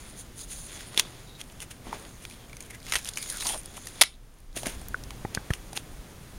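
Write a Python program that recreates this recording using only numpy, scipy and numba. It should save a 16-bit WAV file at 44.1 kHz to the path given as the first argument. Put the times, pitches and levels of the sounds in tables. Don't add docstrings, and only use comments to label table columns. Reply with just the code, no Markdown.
import sys
import numpy as np
from scipy import signal
from scipy.fft import rfft, irfft
from scipy.io import wavfile
from scipy.ndimage import uniform_filter1d
from numba import njit

SR = 44100
rng = np.random.default_rng(int(sys.argv[2]) if len(sys.argv) > 2 else 0)


def amplitude_ratio(level_db):
    exponent = np.asarray(level_db, float) / 20
    return 10 ** exponent


def wav_record(signal):
    frames = np.transpose(np.atleast_2d(signal))
    bounded = np.clip(frames, -1, 1)
    quanta = np.round(bounded * 32767).astype(np.int16)
    wavfile.write(sys.argv[1], SR, quanta)


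N = 281336

# pitch_hz, density_db [dB per Hz]
AIR_COLOUR = [(20, -1), (45, 0), (110, -3), (210, -4.5), (500, -12), (1000, -17), (2000, -20), (4500, -27),
              (8000, -32), (16000, -38)]
# time_s, gain_db
GAIN_CONTROL = [
    (0, -0.5),
    (4.02, -0.5),
    (4.06, -9),
    (4.535, -7.5),
    (4.555, 2.5),
    (6.4, 1),
]
# time_s, level_db
GUSTS = [(.6, -47.5), (2.27, -68), (2.948, -52.5), (3.46, -48.5), (4.62, -51.5), (4.8, -49), (5.13, -47),
         (5.33, -55), (5.55, -48), (5.971, -50), (6.38, -52)]
# pitch_hz, width_hz, gain_db
PORT_MODES = [(3400, 300, 2), (6600, 1300, 4), (7860, 2200, -7.5), (9160, 1100, 6.5), (9850, 430, 2.5)]
# start_s, ring_db, ring_hz, thump_db, thump_hz
TAPS = [(.976, -36, 1530, -26, 420), (1.869, -40, 900, -34, 220), (1.893, -45, 3200, -35, 200),
        (1.9281, -21.5, 900, -29, 1400), (3.778, -38, 790, -32, 1100), (4.568, -33.5, 656, -31, 354),
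        (4.667, -26.5, 624, -23.5, 234), (4.9438, -15.5, 1484, -32, 516), (5.2512, -27, 800, -45, 1310),
        (5.2504, -32, 1900, -50, 266), (5.2535, -32, 820, -55, 400), (5.3764, -27, 1550, -50, 613),
        (5.3739, -21, 1640, -50, 197), (5.505, -21, 1750, -50, 104), (5.51, -30, 1300, -50, 300),
        (5.774, -32.5, 800, -38, 400)]
# drop_s, push_db, dip_db, swing_hz, rebound [ratio to dip]
PUFFS = [
    (4.768, -50, -29, 55, .3),
    (4.907, -35, -34, 60, .2),
    (5.058, -50, -35, 90, .3),
    (5.114, -42, -35, 45, .6),
    (5.2502, -16.5, -29, 95, .1),
    (5.3737, -20, -25, 115, .4),
    (5.5053, -17, -18, 116, 1.2),
    (5.918, -37, -40, 30, .3),
    (5.994, -36, -38, 32, .3),
    (6.363, -36, -38, 35, .3),
]
# pitch_hz, width_hz, level_db
SHELL_MODES = [(2150, 430, -4.5), (3370, 200, 2), (4960, 1200, -41.5)]
# low_hz, high_hz, level_db
WEAVE_BANDS = [(3400, 6000, -3), (5900, 7400, 1), (8300, 10820, -0.5), (10200, 14500, -11)]
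IDLE_HANDS = (-67.5, -63.5, -64)
# start_s, firmest_s, end_s, level_db, fineness [0 dull - 2 hissy]
STROKES = [(0, -0.01, 0.35, -45, 1.29), (0.155, 0.197, 0.23, -41.5, 2), (0.345, 0.41, 0.47, -41.5, 2),
           (.46, 0.53, 0.74, -40, 2.22), (0.623, 0.735, 1.005, -40.5, 1.14),
           (0.876, 0.946, 1.35, -43, 0.56), (1.11, 1.182, 1.33, -51.5, 1.2), (1.45, 1.52, 1.5, -56, 1.9),
           (1.83, 1.88, 2.17, -41, -0.1), (1.86, 1.935, 2.7, -55, 1.9), (2.25, 2.336, 2.44, -50, 1.1),
           (2.81, 2.89, 3.4, -42.5, 1.3), (3.121, 3.303, 3.42, -38, 1.8), (3.277, 3.48, 3.58, -36, 1.6),
           (3.4, 3.517, 3.59, -39.5, 1.1), (3.59, 3.7, 4.16, -46, 1.44), (3.754, 4.01, 4.04, -45.5, 1.1),
           (1.93, 1.938, 2.0, -33.5, -0.3), (4.55, 4.575, 4.76, -39.5, 2.33),
           (4.623, 4.673, 4.79, -39, -0.11), (4.65, 4.75, 4.9, -53, 1.6), (4.9, 5.39, 5.7, -49.5, -0.21),
           (5.6, 5.906, 5.8, -49.5, 1.1)]
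# start_s, end_s, first_hz, last_hz, level_db
SINGS = [
    (1.275, 1.41, 3770, 3800, -58),
    (2.32, 2.455, 3300, 3200, -63),
    (2.704, 2.712, 2180, 2050, -46),
    (2.738, 2.754, 1900, 2050, -43),
    (3.18, 3.235, 2300, 2250, -48),
    (3.292, 3.443, 1970, 1110, -49.5),
    (3.458, 3.51, 1000, 850, -43),
    (3.535, 3.56, 750, 720, -41),
]
# start_s, end_s, first_hz, last_hz, level_db
OVERTONES = [
    (.39, .44, 6500, 6700, -51),
    (1.03, 1.06, 3450, 3450, -52),
    (3.19, 3.24, 4900, 4800, -48),
    (3.25, 3.29, 6800, 6800, -49),
    (3.39, 3.425, 3850, 3750, -45),
    (3.45, 3.47, 4700, 4600, -45),
    (3.49, 3.54, 3200, 3250, -43),
    (4.04, 4.075, 3950, 3950, -50),
    (4.1, 4.15, 3700, 3700, -63),
]
# start_s, end_s, first_hz, last_hz, level_db
FINE_HISS = [
    (.51, .535, 9600, 9300, -48),
    (.57, .67, 9600, 9600, -52),
    (3.02, 3.05, 9500, 9500, -55),
    (3.215, 3.25, 9800, 9600, -48),
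    (3.3, 3.34, 9700, 10000, -45),
    (3.41, 3.445, 9200, 9200, -44),
    (3.47, 3.525, 9200, 9150, -42),
    (3.53, 3.6, 9200, 9200, -50),
]
# start_s, rise_s, fall_s, shell_db, treble_db
CRINKLES = [(0.959, 0.029, 0.04, -33, -44), (1.379, 0.028, 0.021, -45.5, -54), (1.5, 0.024, .014, -60, -53),
            (1.585, 0.043, 0.038, -47, -47), (1.698, 0.015, 0.032, -47.5, -50),
            (1.929, .0025, 0.07, -60, -65), (.495, .027, .06, -50, -46), (2.696, .012, .03, -56, -54),
            (2.728, .02, .035, -55, -53), (2.19, 0.037, .05, -55.5, -54), (2.31, .015, 0.13, -57.5, -70),
            (2.6, 0.008, 0.12, -51.5, -54), (2.862, 0.04, 0.062, -47.5, -62),
            (2.922, 0.0036, 0.11, -42, -42), (2.954, .004, 0.047, -35, -42), (3.05, .038, .036, -45.5, -58),
            (3.436, 0.04, 0.3, -44.5, -40), (3.756, .019, .03, -47.5, -46), (3.857, 0.029, .03, -50.5, -48),
            (4.553, 0.02, 0.04, -39.5, -38.5), (4.65, 0.014, 0.095, -37, -37.5),
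            (5.338, 0.013, 0.03, -43, -54), (5.503, 0.0032, .018, -37.5, -53),
            (5.524, 0.012, 0.074, -47.5, -49), (5.747, 0.022, 0.045, -40, -41)]
# start_s, densest_s, end_s, level_db
THREADS = [
    (2.834, 2.926, 3.1, -44),
    (3.12, 3.25, 3.76, -53),
    (3.284, 3.48, 3.57, -45),
    (4.56, 4.58, 4.7, -57),
]
# start_s, shell_hz, shell_db, treble_db [peaks]
CREAKS = [(.9455, 2230, -27.5, -32), (.9763, 3350, -2, -6.5), (.996, 3350, 0, -4.5),
          (1.4138, 3160, -25, -25), (1.4995, 2810, -39, -52), (1.6034, 3140, -28, -23),
          (1.6196, 2700, -29, -26), (1.929, 1310, -31, -50), (1.9974, 799, -45, -28),
          (2.051, 3000, -36, -52), (3.7694, 750, -35, -45), (3.8575, 1320, -55, -23.5),
          (3.8706, 1950, -31, -18), (4.0356, 2100, -11, -15), (4.403, 10000, -46, -46),
          (4.5291, 4050, -42, -56), (4.5642, 760, -32, -17.5), (4.6329, 710, -23, -37),
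          (4.6588, 2000, -19.5, -28), (4.6694, 1870, -18, -14.5), (4.815, 721, -36, -32),
          (5.1067, 2150, -27, -36), (5.731, 790, -28.5, -28)]
# start_s, shell_hz, shell_db, treble_db [peaks]
CLICKS = [(.9635, 2900, -30, -30), (.991, 3400, -17, -20), (1.008, 6600, -26, -28), (2.625, 6600, -38, -32),
          (2.7085, 2150, -34, -32), (2.748, 2300, -33, -38), (2.802, 4700, -42, -42),
          (2.817, 2300, -42, -55), (2.9226, 2050, -10, -30), (2.9367, 2050, -16, -30),
          (2.9553, 2050, -12, -30), (3.2776, 9500, -35, -32), (3.2911, 6800, -33, -30),
          (3.3245, 9800, -28, -28), (3.361, 3800, -28, -26), (3.371, 9300, -28, -26),
          (3.4153, 4000, -28, -24), (3.425, 2400, -21, -30), (3.4502, 4700, -30, -27),
          (3.462, 9200, -26, -26), (3.483, 9100, -25, -26), (3.496, 9300, -24, -26),
          (4.341, 10000, -52, -50), (4.386, 10000, -50, -48), (4.5765, 600, -30, -30),
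          (5.1065, 1100, -32, -50)]
# start_s, centre_hz, body_db, treble_db [peaks]
TICKS = [
    (1.4396, 6150, -39, -45),
    (2.6638, 10100, -42, -36),
    (2.8294, 4430, -37, -45),
    (3.6335, 9000, -38, -40),
    (3.6586, 9000, -26.5, -30),
    (4.8848, 12400, -20.5, -32),
    (5.0379, 5900, -28, -46),
    (5.3493, 4600, -11.5, -44),
    (5.5365, 2600, -14, -41),
    (5.7748, 3400, -12, -31),
]
# start_s, shell_hz, shell_db, treble_db [peaks]
PICKS = [
    (2.252, 2250, -25.5, -46),
    (2.299, 2350, -32.5, -28),
    (2.3114, 2390, -31.5, -48),
    (2.4967, 2290, -35, -52),
    (2.5307, 2300, -32.5, -40),
    (2.5687, 2350, -28, -24.5),
    (2.606, 2350, -33.5, -22),
    (2.8664, 2130, -29, -29),
    (2.8888, 4360, -42, -38),
    (2.897, 4670, -31, -25),
]
# start_s, shell_hz, shell_db, treble_db [peaks]
PEELS = [(2.9223, 2160, -15, -20), (2.9365, 2170, -16, -22), (2.9433, 1940, -22, -13),
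         (2.9552, 3000, -11.5, -16), (2.9647, 2290, -20, -19), (2.9903, 2270, -31, -27),
         (3.056, 2940, -25.5, -31), (3.0647, 2870, -37, -19), (3.0743, 2280, -44, -18),
         (3.0885, 3820, -27, -12.5), (3.136, 4880, -31, -31), (3.158, 4700, -29, -36),
         (3.1728, 2200, -16.5, -15), (3.183, 2230, -27, -18), (3.2269, 2280, -39, -16),
         (3.2605, 2210, -29, -27), (3.3003, 3900, -26, -11), (3.3825, 3800, -26, -30),
         (3.4067, 3840, -24, -33), (3.4245, 1170, -30, -33), (3.469, 5800, -22, -11),
         (3.49, 3200, -19, -13), (3.497, 3240, -24, -25)]
# pitch_hz, width_hz, level_db
TEAR_MODES = [(880, 500, -8), (2160, 340, -0.5), (3600, 500, 0), (5060, 830, -5), (7100, 860, -7.5),
              (9540, 1600, -7), (12000, 3000, -17)]
# start_s, hold_s, level_db
RIPS = [
    (4.011, .0012, -8),
    (4.0138, .0013, -5),
    (4.0158, .0018, -4),
    (4.0203, .001, -9),
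    (4.0225, .0005, -16),
]


def level(x, db):
    return x * amplitude_ratio(db) / np.sqrt(np.mean(x ** 2))


def peak(x, db):
    return x * amplitude_ratio(db) / np.max(np.abs(x))


def add(out, s, x):
    i = int(s * SR)
    out[i:i + len(x)] += x[:N - i]


def decay(t, t60_s):
    return np.exp(-np.log(1000) * t / t60_s)


def band(x, lo_hz, hi_hz, order=2):
    edges = [lo_hz, min(hi_hz, .45 * SR)]
    return signal.sosfilt(signal.butter(order, edges, "bandpass", fs=SR, output="sos"), x)


def ring(x, modes):
    out = 0
    for k, (hz, width, db) in enumerate(modes):
        out = out + (-1) ** k * amplitude_ratio(db) * signal.lfilter(*signal.iirpeak(hz, hz / width, SR), x)
    return out


@njit
def glide(x, hz, width):
    y, b, l = np.empty(len(x)), 0., 0.
    for i in range(len(x)):
        g, k = np.tan(np.pi * hz[i] / SR), width / hz[i]
        v = (b + g * (x[i] - l)) / (1 + g * (g + k))
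        b, l, y[i] = 2 * v - b, l + 2 * g * v, k * v
    return y


def walk(rate):
    k = int(SR / rate)
    steps = np.repeat(rng.standard_normal(N // k + 1), k)
    return 1.09 * uniform_filter1d(uniform_filter1d(steps, k), k)[:N]


def crackle(rate, spread_db):
    size = amplitude_ratio(spread_db * np.minimum(rng.exponential(size=N), 5))
    return (rng.random(N) < rate / SR) * size * rng.standard_normal(N)


def gain_control():
    s, db = np.transpose(GAIN_CONTROL)
    return amplitude_ratio(np.interp(np.arange(N) / SR, s, db))


def air():
    hz = np.fft.rfftfreq(N, 1 / SR) + 1
    table_hz, table_db = np.transpose(AIR_COLOUR)
    colour = amplitude_ratio(np.interp(np.log(hz), np.log(table_hz), table_db))
    vent = level(irfft(rfft(rng.standard_normal(N)) * colour, N), -49)
    hum = level(ring(rng.standard_normal(N), [(116.8, 14, 0)]), -56)
    return vent + hum


def gusts():
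    t = np.arange(N) / SR
    gust_s, rumble_db, wander_db = .12, -52.5, 1.8
    swell = amplitude_ratio(rumble_db) + sum(amplitude_ratio(db) * np.exp(-((t - s) / gust_s) ** 2) for s, db in GUSTS)
    rumble = level(band(rng.standard_normal(N), 17.2, 53.2, order=3), -1.2)
    return swell * amplitude_ratio(wander_db * walk(7.5)) * rumble


def puffs():
    rise_cycles, drop_cycles = .05, .03
    out, t = np.zeros(N), np.arange(4000) / SR - .02
    for s, push_db, dip_db, hz, rebound in PUFFS:
        turns = t * hz
        after = np.maximum(turns, 0)
        push = np.exp(np.minimum(turns, 0) / rise_cycles - (after / drop_cycles) ** 2)
        settle = np.exp(-(np.maximum(turns - .75, 0) / .3) ** 2)
        swing = -np.sin(2 * np.pi * np.clip(turns, 0, .75)) * settle
        swing = np.where(swing > 0, rebound * swing, swing)
        add(out, s + t[0], amplitude_ratio(push_db) * push + amplitude_ratio(dip_db) * swing)
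    return out


def taps():
    out, t = np.zeros(N), np.arange(4000) / SR
    for s, db, hz, thump_db, thump_hz in TAPS:
        onset = np.sin(np.minimum(t * hz, np.pi / 2)) ** 2
        pop = np.sin(2 * np.pi * hz * t) * decay(t, 0.016) * onset
        thump = np.cos(2 * np.pi * thump_hz * t + 0.66) * np.exp(-1.2 * thump_hz * t)
        thump = thump * np.minimum(t / 0.000083, 1)
        add(out, s, peak(pop, db) + peak(thump, thump_db))
    return out


def pressure():
    t = np.arange(N) / SR
    fall_db = 7.5
    power = (amplitude_ratio(IDLE_HANDS)[:, None] * gain_control()) ** 2
    for start, firm, end, db, fine in STROKES:
        share = amplitude_ratio(db - fall_db * np.abs(np.arange(3) - fine))
        power = power + (share[:, None] * np.interp(t, [start, firm, end], [0, 1, 0])) ** 2
    return np.sqrt(power)


def singing(table):
    t, edge_s = np.arange(N) / SR, 0.016
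    start, end, first_hz, last_hz, _ = np.transpose(table)
    times, pitches = np.ravel([start, end], "F"), np.ravel([first_hz, last_hz], "F")
    hz = np.exp(np.interp(t, times, np.log(pitches)))
    gain = sum(amplitude_ratio(db) * np.clip(1 + np.minimum(t - a, b - t) / edge_s, 0, 1) ** 2
               for a, b, _, _, db in table)
    return hz, gain


def rubbing():
    low_gain, mid_gain, top_gain = pressure()
    slips = [level(crackle(rate, 2.0), 0) * amplitude_ratio(1.8 * walk(60)) for rate in (9000, 4000, 9000)]
    low = level(band(slips[0], 140, 800, order=1), -3.0)
    hollow = sum(amplitude_ratio(4 * walk(10)) * ring(slips[1], [mode]) for mode in SHELL_MODES)
    mid = level(band(slips[1], 1300, 4400) + 0.48 * hollow, -6.0)
    weave = slips[2] + 0.39 * slips[1]
    top = level(sum(amplitude_ratio(db + 1.6 * walk(30)) * band(weave, lo, hi) for lo, hi, db in WEAVE_BANDS), -2)
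    patchy, waver, span = amplitude_ratio(4 * walk(60)), 1 + .006 * walk(40), 0
    for k, (table, width_hz) in enumerate([(SINGS, 200.), (OVERTONES, 250.), (FINE_HISS, 800.)]):
        hz, gain = singing(table)
        tone = glide(np.roll(slips[1], k * SR), hz * waver, width_hz)
        span = span + gain * level(np.roll(patchy, k * SR) * tone, 0)
    return low_gain * low + mid_gain * mid + top_gain * top + span


def crinkles():
    out, t = np.zeros(N), np.arange(8000) / SR
    creases = level(crackle(14000, 1.9), 0) * amplitude_ratio(3 * walk(150))
    broad = level(band(creases, 480, 4600, order=1), -1.5)
    top = level(band(creases, 4650, 10350), 0)
    for s, rise, fall, shell_db, top_db in CRINKLES:
        here = slice(int(s * SR), int(s * SR) + len(t))
        swell = np.minimum(t / rise, 1) ** 1.16 * amplitude_ratio(-30 * np.maximum(t - rise, 0) / fall)
        shell = level(ring(creases[here], [(2600, 1300, 0)]), 0) + broad[here]
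        add(out, s, swell * (amplitude_ratio(shell_db) * shell + amplitude_ratio(top_db) * top[here]))
    return out


def threads():
    t = np.arange(N) / SR
    tail = rng.standard_normal(300) * np.exp(-t[:300] / 0.0005)
    clicks = band(signal.fftconvolve(crackle(360, 3.5), tail)[:N], 1900, 14000)
    gain = sum(amplitude_ratio(db) * np.interp(t, [a, b, c], [0, 1, 0]) for a, b, c, db in THREADS)
    return level(clicks, 0) * gain


def snaps(events, sharp, t60_s):
    t = np.arange(3000) / SR - .002
    noise = rng.standard_normal((len(events), len(t)))
    noise[:, np.argmax(t > 0)] = 4
    fade = decay(np.maximum(t, 0), t60_s)
    bursts = noise * (fade ** 4 + 0.2 * fade) * np.exp(np.minimum(t, 0) / 0.00037)
    broad, top = band(bursts, 1200, 4500, order=1), band(bursts, 3200, 11500, order=3)
    out = np.zeros(N)
    for k, (s, hz, shell_db, top_db) in enumerate(events):
        shell = ring(bursts[k], [(hz, hz / sharp, 0)]) + .22 * broad[k]
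        add(out, s + t[0], peak(shell, shell_db - 0.5) + peak(top[k], top_db - 7.5))
    return out


def tear():
    t = np.arange(N) / SR
    attack_s, fall_db_s, tail_db, tail_db_s = 0.00068, 6004, -11, 1100
    gain = 0
    for s, hold, db in RIPS:
        after = np.clip(t - s - hold, 0, 1)
        gain = gain + amplitude_ratio(db - fall_db_s * after) * np.clip((t - s) / attack_s, 0, 1)
    gain = gain + (t > s) * amplitude_ratio(db + tail_db - tail_db_s * after)
    return gain * level(band(ring(crackle(12000, 3.6), TEAR_MODES), 450, 19000), 0)


def room(x):
    t = np.arange(SR // 2) / SR
    echo = band(rng.standard_normal(len(t)), 600, 9500, order=1) * decay(t, 0.21) * (t > .004)
    return amplitude_ratio(-26) * signal.fftconvolve(x, echo / np.sqrt(np.sum(echo ** 2)))[:N]


def scene():
    low = air() * gain_control() + gusts() + puffs() + taps()
    hands = rubbing() + crinkles() + threads()
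    hands = hands + snaps(CREAKS, 3.5, 0.044) + snaps(CLICKS, 7.0, .05) + snaps(TICKS, 1.9, 0.021)
    hands = hands + snaps(PICKS, 14.0, 0.042) + snaps(PEELS, 2.6, 0.07) + tear()
    mono = hands + low + room(hands)
    return np.array([mono, mono])


def roll_off(x):
    return signal.sosfilt(signal.butter(12, 16820, fs=SR, output="sos"), x)


def record(dry):
    x = dry[0]
    for hz, width, db in PORT_MODES:
        x = x + (amplitude_ratio(db) - 1) * signal.lfilter(*signal.iirpeak(hz, hz / width, SR), x)
    hiss = level(band(rng.standard_normal(N), 3000, 15000, order=1), -61)
    x = x + hiss * gain_control()
    rounded = .6 * np.tanh(x / .6)
    x = signal.sosfilt(signal.ellip(10, .2, 80, 15800, fs=SR, output="sos"), rounded)
    return roll_off(np.array([x, x]))


dry = scene()
out = record(dry)
wav_record(out)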